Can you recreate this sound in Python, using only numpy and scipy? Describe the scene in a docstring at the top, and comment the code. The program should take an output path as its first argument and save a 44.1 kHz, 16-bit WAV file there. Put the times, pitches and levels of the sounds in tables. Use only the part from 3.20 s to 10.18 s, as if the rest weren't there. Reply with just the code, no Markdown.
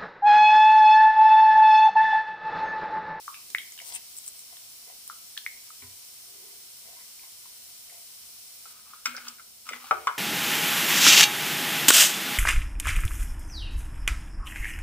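"""Wringing and stirring coconut milk

Close stereo microphone in a small, hard-walled kitchen, its hiss under everything. A hand wrings wet
ground coconut over a mesh strainer: air pockets snap, milk spits between the fingers, drops plink into
the pot below and the strainer bumps the rim. Then a spoon stirs the milk and knocks against the full
steel pot, whose ring the liquid damps."""
import sys
import numpy as np
from scipy import signal
from scipy.fft import rfft, irfft, next_fast_len
from scipy.io import wavfile
from scipy.ndimage import map_coordinates

SR = 44100
rng = np.random.default_rng(int(sys.argv[2]) if len(sys.argv) > 2 else 0)


def int16_out(signal):
    """Quantize to a 16-bit WAV file."""
    q = np.round(np.clip(np.atleast_2d(signal).T, -1, 1) * 32767)
    wavfile.write(sys.argv[1], SR, q.astype(np.int16))


N = 307801
TIME = np.arange(N) / SR
AGE = np.arange(SR // 2) / SR  # seconds since the start of one short sound


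def amp(db):
    """Decibels to gain."""
    return 10 ** (np.asarray(db) / 20)


def unit(x):
    """x at rms 1."""
    return x / np.sqrt(np.mean(x ** 2) + 1e-20)


def along(points, hz):
    """(Hz, value) points read on a log axis."""
    f, values = np.transpose(points)
    return np.interp(np.log(hz + 1), np.log(f + 1), values)


def fade(t, t60):
    """Exponential decay, 60 dB down at t60."""
    return np.exp(-np.log(1000) * t / t60)


def bell(half_length):
    """A smooth swell that peaks three half lengths after its start."""
    t = np.arange(-3 * half_length, 3 * half_length, 1 / SR)
    return np.exp(-0.5 * (t / half_length) ** 2)


def wobble(size, rate):
    """A smooth random curve, rate knots a second."""
    knots = rng.standard_normal(int(size * rate / SR) + 2)
    return map_coordinates(knots, [np.arange(size) * rate / SR])


def add(track, s, sound):
    """Mix a sound into a track at s seconds."""
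    part = track[..., round(s * SR):][..., :sound.shape[-1]]
    part += sound[..., :part.shape[-1]]


def filtered(x, response):
    """x through a frequency response."""
    size = x.shape[-1]
    padded = next_fast_len(size + SR // 4)
    return irfft(rfft(x, padded) * response(np.fft.rfftfreq(padded, 1 / SR)), padded)[..., :size]


def coloured(x, spectrum):
    """x shaped by (Hz, dB) points, at rms 1."""
    return unit(filtered(x, lambda hz: amp(along(spectrum, hz))))


def resonant(x, peaks):
    """x with the bands of some (Hz, width Hz, dB) resonances lifted."""
    return filtered(x, lambda f: 1 + sum(amp(db) * 1j * f * width / (hz * hz - f * f + 1j * f * width)
                                         for hz, width, db in peaks))


def ring(hz, t60, attack, fall=0):
    """A damped vibration that takes a moment to build; its pitch may fall, in octaves a second."""
    octaves = np.cumsum(fall * np.ones(len(AGE))) / SR
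    turns = hz * (np.cumsum(2 ** -octaves) - 1) / SR
    return np.sin(2 * np.pi * turns) * fade(AGE, t60) * (1 - np.exp(-AGE / attack))


def crackle(rate, size):
    """Random tiny impulses, rate a second."""
    return (rng.random(size) < rate / SR) * rng.standard_normal(size)


def swarm(size, hz, octaves, rate=4000):
    """Tiny bursts, rate a second, that ring in a band round hz; rms 1."""
    bursts = crackle(rate, size)
    return unit(filtered(bursts, lambda f: 1 / (1 + (np.log2((f + 1) / hz) / octaves) ** 2) ** 0.81))


def placed(x, lead, pan_db=0):
    """At the microphone: the left port hears x lead seconds earlier and pan_db louder than the right."""
    sides = np.array([[1], [-1]])
    return filtered(x, lambda hz: np.exp(1j * np.pi * hz * lead * sides)) * amp(sides * pan_db / 2)


# the kitchen's decay: f/Hz, t60/s
KITCHEN_DECAY = [(100, 0.67), (400, 0.74), (1200, 0.31), (2500, 0.59), (9000, 0.045)]
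# standing waves between the worktop and the walls: f/Hz, width/Hz, level/dB
STANDING_WAVES = [(423, 17, 0.5), (485, 8.6, -1), (648, 8.8, 4), (754, 8.8, -8), (846, 13, 0), (948, 22, 4),
                  (1287, 8.9, -1)]

def kitchen(x, wet_db, alike, gap):
    """A close sound and the room's answer gap seconds later; alike weights what both ports share."""
    left, right, shared = rng.standard_normal((3, SR // 2))
    hz, t, bands = signal.stft(np.array([left, right]) + alike * shared, SR, nperseg=256)
    decay = fade(t, along(KITCHEN_DECAY, hz)[:, None])
    tail = signal.istft(bands * decay, SR, nperseg=256)[1][:, :len(AGE)]
    early_lift = 1 + 2.2 * fade(AGE, 0.092)  # the worktop and near walls come first
    tail = resonant(tail * (AGE > gap) * early_lift, STANDING_WAVES)
    wet = signal.fftconvolve(x.mean(axis=0)[None], tail / np.linalg.norm(tail[0]), axes=1)
    return x + amp(wet_db) * wet[:, :x.shape[1]]


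# the quiet kitchen's spectrum: f/Hz, level/dB
MURMUR_TONE = [(20, -8), (65, 6), (120, 5.5), (185, -1), (225, 7), (285, -3.5), (340, -3), (410, 3),
               (470, -5), (510, 4), (630, -3.5), (695, 8.5), (860, -10), (950, 2.5), (1040, -5.5),
               (1150, -10.5), (2000, -8), (4000, -42)]
# how alike it is at the two ports: f/Hz, correlation
MURMUR_LIKENESS = [(60, 0.75), (290, 0.35), (640, 0.45), (1400, 0.54)]

def room_murmur():
    """Low room tone all round the microphone, partly shared by both ports."""
    def mid_side_gains(hz):
        angle = np.arccos(np.clip(along(MURMUR_LIKENESS, hz), -1, 1)) / 2
        return np.array([np.cos(angle), np.sin(angle)])
    mid, side = filtered(rng.standard_normal((2, N)), mid_side_gains)
    murmur = amp(-69.5) * coloured(np.array([mid + side, mid - side]), MURMUR_TONE)
    return placed(murmur, lead=0.00023)


# hiss spectra of the left and right microphone ports: f/Hz, level/dB
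LEFT_PORT = [(300, -20.5), (1200, -9.5), (1550, -12.5), (2330, -6), (3450, -4), (4820, -0.5), (5080, -6),
             (5340, 6.5), (5600, -2.5), (5860, -3), (6120, -0.5), (6370, -4), (6720, -6), (6980, 2),
             (7240, -7), (7670, 4), (8010, -3.5), (8270, 3.5), (8530, 2.5), (9470, 3), (10420, -3.5),
             (11110, 0.0), (14560, -9.5), (14900, -22), (15160, -4), (15250, -26.0), (15330, -49.0),
             (15500, -55.0), (15700, -32)]
RIGHT_PORT = [(300, -21.5), (1200, -12.5), (1550, -9.5), (1810, -19), (2070, -6.5), (2760, -10),
              (3010, -0.5), (3450, -6.5), (4220, 0.5), (4910, 0), (5170, 2.5), (5860, 3), (6030, -1.5),
              (6200, 0.5), (7150, -2), (8100, -1.5), (8700, -10), (9040, -2), (9390, -0.5), (10080, -3),
              (11370, 0), (12320, -7), (13180, 0.5), (14380, 0), (14640, 6), (14900, -3), (15250, 6.5),
              (15500, 5), (15700, -45)]
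HISS_BEFORE_DB, HISS_AFTER_DB, HISS_STEP_S = -46.5, -50, 5.53

def microphone_hiss():
    """Each port's own hiss, coloured by its narrow duct; the level steps down at 5.53 s."""
    hiss = np.array([coloured(rng.standard_normal(N), tone) for tone in (LEFT_PORT, RIGHT_PORT)])
    return amp(np.where(TIME < HISS_STEP_S, HISS_BEFORE_DB, HISS_AFTER_DB)) * hiss


# dry ticks close up, from air pockets in wet pulp and froth, the last (5.966 s) from the spoon: t/s, level/dB,
# f/Hz
DRY_TICKS = [(.069, -33, 6400), (0.302, -29, 6250), (0.522, -27, 6200), (0.618, -30, 5200),
             (.683, -29, 11600), (.691, -26, 11000), (0.723, -27, 3750), (0.7485, -24, 8750),
             (0.7628, -27, 8300), (0.967, -25, 8500), (0.9866, -18.5, 8600), (1.064, -25, 8650),
             (1.079, -18.5, 8900), (1.082, -29, 8800), (1.193, -25.5, 8300), (1.8774, -21, 8900),
             (2.1752, -21.5, 4300), (5.966, -20, 5170)]

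def ticks():
    """Dry, faintly pitched ticks: single air pockets break in the pulp, and once the spoon ticks."""
    out = np.zeros(N)
    for s, db, hz in DRY_TICKS:
        spray_tone = [(hz / 6, -55), (hz / 2, -26), (hz, 0), (2 * hz, -12)]
        spray = coloured(rng.standard_normal(len(AGE)), spray_tone) * fade(AGE, 0.0086)
        tick = ring(hz, 0.0026, attack=0.0006) + 0.4 * spray
        add(out, s, amp(db) * tick / np.abs(tick).max())
    return kitchen(placed(out, lead=0.00004), wet_db=-2.5, alike=0.49, gap=0.00066)


# drops landing in the pot, just left of centre:
# t/s, relative level/dB, bubble f/Hz, t60/cycles, pitch rise/(octaves/s), relative room level/dB
MILK_DROPS = [(0.079, -28, 1235, 19, -26, -10.5), (0.143, -33.5, 2500, 8.4, 28, -5.5),
              (0.348, -12.5, 1960, 16.5, 61, -15.5), (0.3833, -23, 3170, 21, 21, -11.5),
              (0.577, -37.5, 3040, 14, 40, -6), (0.589, -33, 2910, 29, 14.5, -15),
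              (0.601, -35, 2175, 19, 6, -13), (1.368, -39.5, 3250, 12, 30, -8),
              (1.898, -31.5, 1250, 18, 28, -12), (2.168, -40.5, 1680, 32, 13, -11),
              (2.176, -22, 3230, 25, 47, -14.5), (2.263, -19, 2103, 22, 15, -15.5),
              (2.503, -44, 1260, 47, 4, -22), (3.809, -51, 2040, 27, 5, -6),
              (3.9931, -45.5, 2380, 24, 10, -14), (4.0335, -51, 2200, 18, 10, -10),
              (4.256, -53.5, 980, 23, 6, -11.5), (4.697, -47, 2110, 14, 10, -5)]
RISE_S = 0.0096  # a bubble's pitch glides only while it nears the surface
TAIL_OCTAVES = 0.24  # the afterring stays this close to the bubble's pitch

def drops():
    """Each drop slaps the milk and traps a bubble that rings briefly in the thick liquid."""
    out = np.zeros((2, N))
    low_cut = signal.butter(4, 900, "high", fs=SR, output="sos")
    for s, db, hz, cycles, rise, wet_db in MILK_DROPS:
        bubble = ring(hz, cycles / hz, attack=0.00036, fall=-rise * (AGE < RISE_S))
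        spray = 0.1 * rng.standard_normal(len(AGE)) * fade(AGE, 0.062)
        slap = ring(1790, 0.0062, attack=0.0015) + ring(3600, 0.0068, attack=0.00061) + spray
        slap_db = -14 + 17.5 * np.log2(hz / 2020)  # the smaller the bubble, the more slap is heard
        plink = signal.sosfilt(low_cut, bubble + amp(slap_db) * slap)
        plink = amp(db + 2.5) * plink / np.abs(plink).max()
        direct = placed(plink, lead=0.00007, pan_db=2.5)
        tail = kitchen(direct, wet_db=wet_db + 6.5, alike=0.35, gap=0.0049) - direct
        tail_hz = hz * 2 ** (rise * 0.0033)  # the bubble's pitch partway through its glide
        tail = filtered(tail, lambda f: 1 / (1 + 1j * np.log2((f + 1) / tail_hz) / TAIL_OCTAVES))
        add(out, s + 0.00049, direct + tail)
    return out


# fingers kneading the pulp above the pot: t/s, level/dB, half length/s, f/Hz
KNEADS = [(0.33, -69.5, 0.092, 265), (0.618, -50, 0.0051, 780), (0.715, -57.5, 0.04, 820),
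          (1.325, -60.5, 0.013, 770), (1.699, -56, 0.016, 640), (3.236, -65.5, .11, 370),
          (3.274, -65.5, 0.056, 1020), (3.71, -59.5, 0.035, 690), (3.793, -60, 0.026, 1100),
          (4.044, -60, 0.02, 990), (4.257, -63, 0.0085, 980), (4.734, -62.5, 0.036, 635)]
# the air in the pot under the strainer: f/Hz, width/Hz, level/dB
POT_CAVITY = [(400, 130, 3), (688, 73, 5), (972, 49, 3), (1035, 45, 3), (2070, 120, 27.5)]

def squelches():
    """The pulp gives way in uneven lumps, with sparse bursts that sound the pot's air."""
    out = np.zeros(N)
    for s, db, half_length, hz in KNEADS:
        swell = bell(half_length)
        lumps = amp(2.5 * wobble(len(swell), rate=90))
        bursts = swarm(len(swell), hz, octaves=0.33, rate=900)
        squelch = unit(resonant(lumps * bursts, POT_CAVITY))
        add(out, s - 3 * half_length, amp(db) * swell * squelch)
    return out


# the fist tightening over the strainer: t/s, level/dB, half length/s
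FIST_SQUEEZES = [(0.752, -34.5, 0.012), (0.976, -45, 0.01), (1.083, -39.5, 0.0066), (1.201, -52.5, 0.024)]

def spits():
    """Milk seeps with a broad fizz, then spits as a fine spray through the gaps between the fingers."""
    out = np.zeros(N)
    def spray(s, db, half_length, hz, octaves):
        swell = bell(half_length)
        add(out, s - 3 * half_length, amp(db) * swell * swarm(len(swell), hz, octaves))
    for s, db, half_length in FIST_SQUEEZES:
        spray(s - 5.7 * half_length, db - 9, 2.6 * half_length, hz=7700, octaves=1)  # seep
        spray(s, db, half_length, hz=8270, octaves=0.19)  # spit
    # only the hardest squeeze splatters onto the mesh
    s, _, half_length = max(FIST_SQUEEZES, key=lambda row: row[1])
    spray(s + half_length / 2, -44, half_length, hz=2530, octaves=0.29)
    return out


def pulp():
    """The hand wrings the pulp close to the microphone, off to the left."""
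    direct = placed(spits() + squelches(), lead=0.000216, pan_db=7.5)
    return kitchen(direct, wet_db=-7, alike=0.92, gap=0.00274)


# the strainer's mesh, first row at the bump: t/s, level/dB, f/Hz, t60/s, width/octaves
MESH_RATTLES = [(2.621, -46, 1400, 0.053, 0.67), (2.622, -42, 2200, 0.032, 0.26),
                (1.5, -42, 8000, 0.02, 0.9)]
# pot and strainer ringing after the bump: f/Hz, level/dB, t60/s, attack/s
RIM_MODES = [(90, -48, 0.38, 0.018), (121, -50, 0.3, 0.028), (250, -51, 0.2, 0.0092),
             (404, -55, 0.26, .008), (1001, -59, 0.42, .003)]

def strainer():
    """The mesh gives one high tick; later it bumps the rim and rattles, and the pot hums briefly."""
    rattle, hum = np.zeros((2, N))
    for s, db, hz, t60, octaves in MESH_RATTLES:
        add(rattle, s, amp(db) * swarm(len(AGE), hz, octaves) * fade(AGE, t60))
    bump_s = MESH_RATTLES[0][0]
    add(hum, bump_s, sum(amp(db) * ring(hz, t60, attack) for hz, db, t60, attack in RIM_MODES))
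    return hum + kitchen(placed(rattle, lead=0.0001), wet_db=-4, alike=0.68, gap=0.0033)


def struck(modes, pitch=1):
    """A group of steel modes, a little different at each blow; peak 1."""
    sound = np.zeros(len(AGE))
    for hz, db, t60 in modes:
        gain = amp(db + rng.normal(0, 0.57))
        detune = 1 + rng.normal(0, 0.0079)
        sound += gain * ring(pitch * hz * detune, t60, attack=0.0028)
    return sound / np.abs(sound).max()


# spectra of the spoon's click and of its sharp edge: f/Hz, level/dB
CLICK_SPECTRUM = [(800, -37), (2800, 2.5), (3800, 2), (4400, -3.5), (5100, 16), (6200, 7.5), (8300, 3),
                  (10500, -11), (13000, -10), (15300, -20)]
EDGE_SPECTRUM = [(2000, -28), (7500, -6), (9000, 8), (11500, -11), (14500, 6)]
# the spoon's own ring: f/Hz, level/dB, t60/s
SPOON_MODES = [(4570, 2, 0.13), (5582, -1, 0.18), (7620, 0, .2), (8600, -7, .15), (15150, 3, 0.13)]

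def steel_click():
    """Steel meets steel with a sharp-edged click that leaves the spoon ringing."""
    click = coloured(rng.standard_normal(len(AGE)), CLICK_SPECTRUM) * fade(AGE, 0.036)
    ringing = struck(SPOON_MODES)
    edge = coloured(rng.standard_normal(len(AGE)), EDGE_SPECTRUM) * fade(AGE, 0.02)
    return click + amp(-11) * ringing + amp(-8.5) * edge


# the spoon against the pot, close up, the 6.724 s row being the near wall's strong return of the knock before
# it; # thud, upper modes and click are set against the lower wall modes: # t/s, relative level/dB, wall f/Hz,
# thud level/dB, upper f/Hz, upper level/dB, click level/dB
SPOON_KNOCKS = [(5.455, -38.5, 1325, -14, 2150, -9, -23), (5.7347, -32.5, 1235, -43, 2150, -23, -27),
                (5.8574, -17.5, 1363, -38, 2197, 2.5, 1.5), (5.8675, -28, 1400, -25, 2190, 6, -8),
                (5.9484, -29, 1470, -26, 2160, -12, -25), (5.972, -31.5, 1390, -22, 2100, -1, -17),
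                (5.979, -32.5, 1560, -14, 2180, 2, -11), (6.083, -43.5, 1350, -25, 2690, 7, 17.5),
                (6.184, -44.5, 1450, -35, 2090, -1, -25), (6.196, -36, 1370, -30, 2130, -6, -25),
                (6.4895, -24.5, 1288, -22.5, 2150, 2, -2.5), (6.522, -43, 1370, -20, 2090, 16, -10),
                (6.5324, -28.5, 1530, -16, 2040, 7.5, -11), (6.7099, -5, 1263, -12, 2240, -11, -24.5),
                (6.724, -26, 1340, -5, 2210, -8, -24), (6.741, -31, 1300, -7, 2356, -1, -13),
                (6.871, -8.5, 1119, -25, 2160, -8.5, -18), (6.877, -15.5, 1460, -28, 3000, -9, -25),
                (6.8877, -18.5, 1412, -18, 3030, -16, -25)]
# the milk-filled pot, struck on the bottom: f/Hz, level/dB, t60/s
BOTTOM_MODES = [(87.6, -35, 0.85), (243.4, -32, 0.81), (364, -26, 0.75), (455, -4.5, 0.075),
                (610, 1.5, 0.051), (787, 17, 0.022)]
# wall modes that shift with the sloshing milk and the point of contact: frequency ratio, level/dB, t60/s
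LOWER_WALL_MODES = [(.83, -18, 0.1), (.93, -9.5, 0.092), (1, 19, 0.017), (1.002, -29, 0.23),
                    (1.11, 4, .035), (1.2, -39, 0.042), (1.33, -6, 0.028)]
UPPER_WALL_MODES = [(1, 15.5, 0.012), (1.1, 7, 0.019), (1.39, -0.5, 0.022), (1.7, 2, 0.016)]
ECHO_S = 0.0145  # a nearby kitchen wall throws each knock back

def knocks():
    """The spoon knocks on the milk-damped pot: dull on the bottom, brighter on the wall."""
    out = np.zeros((2, N))
    for s, db, wall_hz, thud_db, upper_hz, upper_db, click_db in SPOON_KNOCKS:
        click = steel_click()
        body = struck(LOWER_WALL_MODES, wall_hz)
        body += amp(thud_db) * struck(BOTTOM_MODES)
        body += amp(upper_db) * struck(UPPER_WALL_MODES, upper_hz)
        knock = amp(db - 4.5) * (body + amp(click_db) * click)
        add(out, s, kitchen(placed(knock, lead=0.00009), wet_db=-6.5, alike=0.58, gap=0.0032))
        add(out, s + ECHO_S, amp(db - 26) * body)
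    return out


# strokes of the spoon round the pot: t/s, length/s, level/dB, opening surge/dB
SPOON_STROKES = [(5.467, 0.12, -59.5, 5), (5.649, 0.16, -59, 4), (5.852, 0.26, -52.5, 16.5),
                 (6.454, 0.11, -48.5, -1.5), (6.597, 0.1, -48.5, 3.5), (6.698, 0.32, -55, 0)]
BITE_S, SURGE_S, SETTLE_T60_S = 0.0081, 0.029, 0.22

def spoon_drag():
    """How hard the spoon drags: each stroke bites with a surge, holds while the milk laps, and fades."""
    drag = np.zeros(N)
    for s, length, db, surge_db in SPOON_STROKES:
        held = np.minimum(TIME / BITE_S, 1) * fade(np.maximum(TIME - length, 0), SETTLE_T60_S)
        add(drag, s, held * amp(db + surge_db * np.exp(-TIME / SURGE_S)))
    lapping = amp(2.5 * wobble(N, rate=27))
    return drag * lapping


# spectrum of the spoon's scrape in the pot: f/Hz, level/dB
SCRAPE_TONE = [(150, -51), (250, -6.5), (350, -66), (800, -12), (1270, 5.5), (1800, -14), (2400, -5),
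               (3300, -7.5), (8000, -12)]
# the pot's resonance moves as the milk rises and falls: t/s, pitch ratio
POT_PITCH = [(5.6, 1.01), (5.68, 0.94), (5.8, 1.11), (5.97, 1.17), (6.12, 0.98), (6.2, 1.19), (6.6, .93),
             (6.66, 1.03), (6.98, 0.91)]
# large bubbles and hollow sloshes, and the pot's low mode ringing near 250 Hz: t/s, level/dB, f/Hz, t60/s,
# pitch fall/(octaves/s)
GLOOPS_AND_POT_RINGS = [(5.875, -46.5, 247, 0.22, 0), (5.94, -45.5, 547, 0.094, 3.5), (5.987, -59.5, 255, 0.59, 1),
                        (6.5092, -27, 715, 0.025, 119), (6.52, -51, 247, 0.15, 0), (6.64, -34, 806, 0.041, 0)]

def stirring():
    """The spoon scrapes round the pot and folds the milk into large bubbles; now and then the pot's low mode
    hums."""
    scrape = coloured(crackle(rate=1700, size=N), SCRAPE_TONE)
    pitch = np.interp(TIME, *np.transpose(POT_PITCH))
    stir = spoon_drag() * map_coordinates(scrape, [np.cumsum(pitch)], mode="wrap")
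    for s, db, hz, t60, fall in GLOOPS_AND_POT_RINGS:
        add(stir, s, amp(db) * ring(hz, t60, attack=0.0074, fall=fall))
    return kitchen(placed(stir, lead=0.00005), wet_db=-6.5, alike=0.24, gap=0.00486)


def spoon():
    """Stirring and knocks together, 2 dB louder at the left port than at the right."""
    return (stirring() + knocks()) * amp([[1], [-1]])


def scene():
    """Wringing, then stirring, from one microphone position beside the pot."""
    return drops() + pulp() + ticks() + strainer() + spoon() + room_murmur() + microphone_hiss()


TOP_HZ = 15750

def record(dry):
    """The recorder keeps nothing above its band limit."""
    return filtered(dry, lambda hz: hz < TOP_HZ)


dry = scene()
out = record(dry)
int16_out(out)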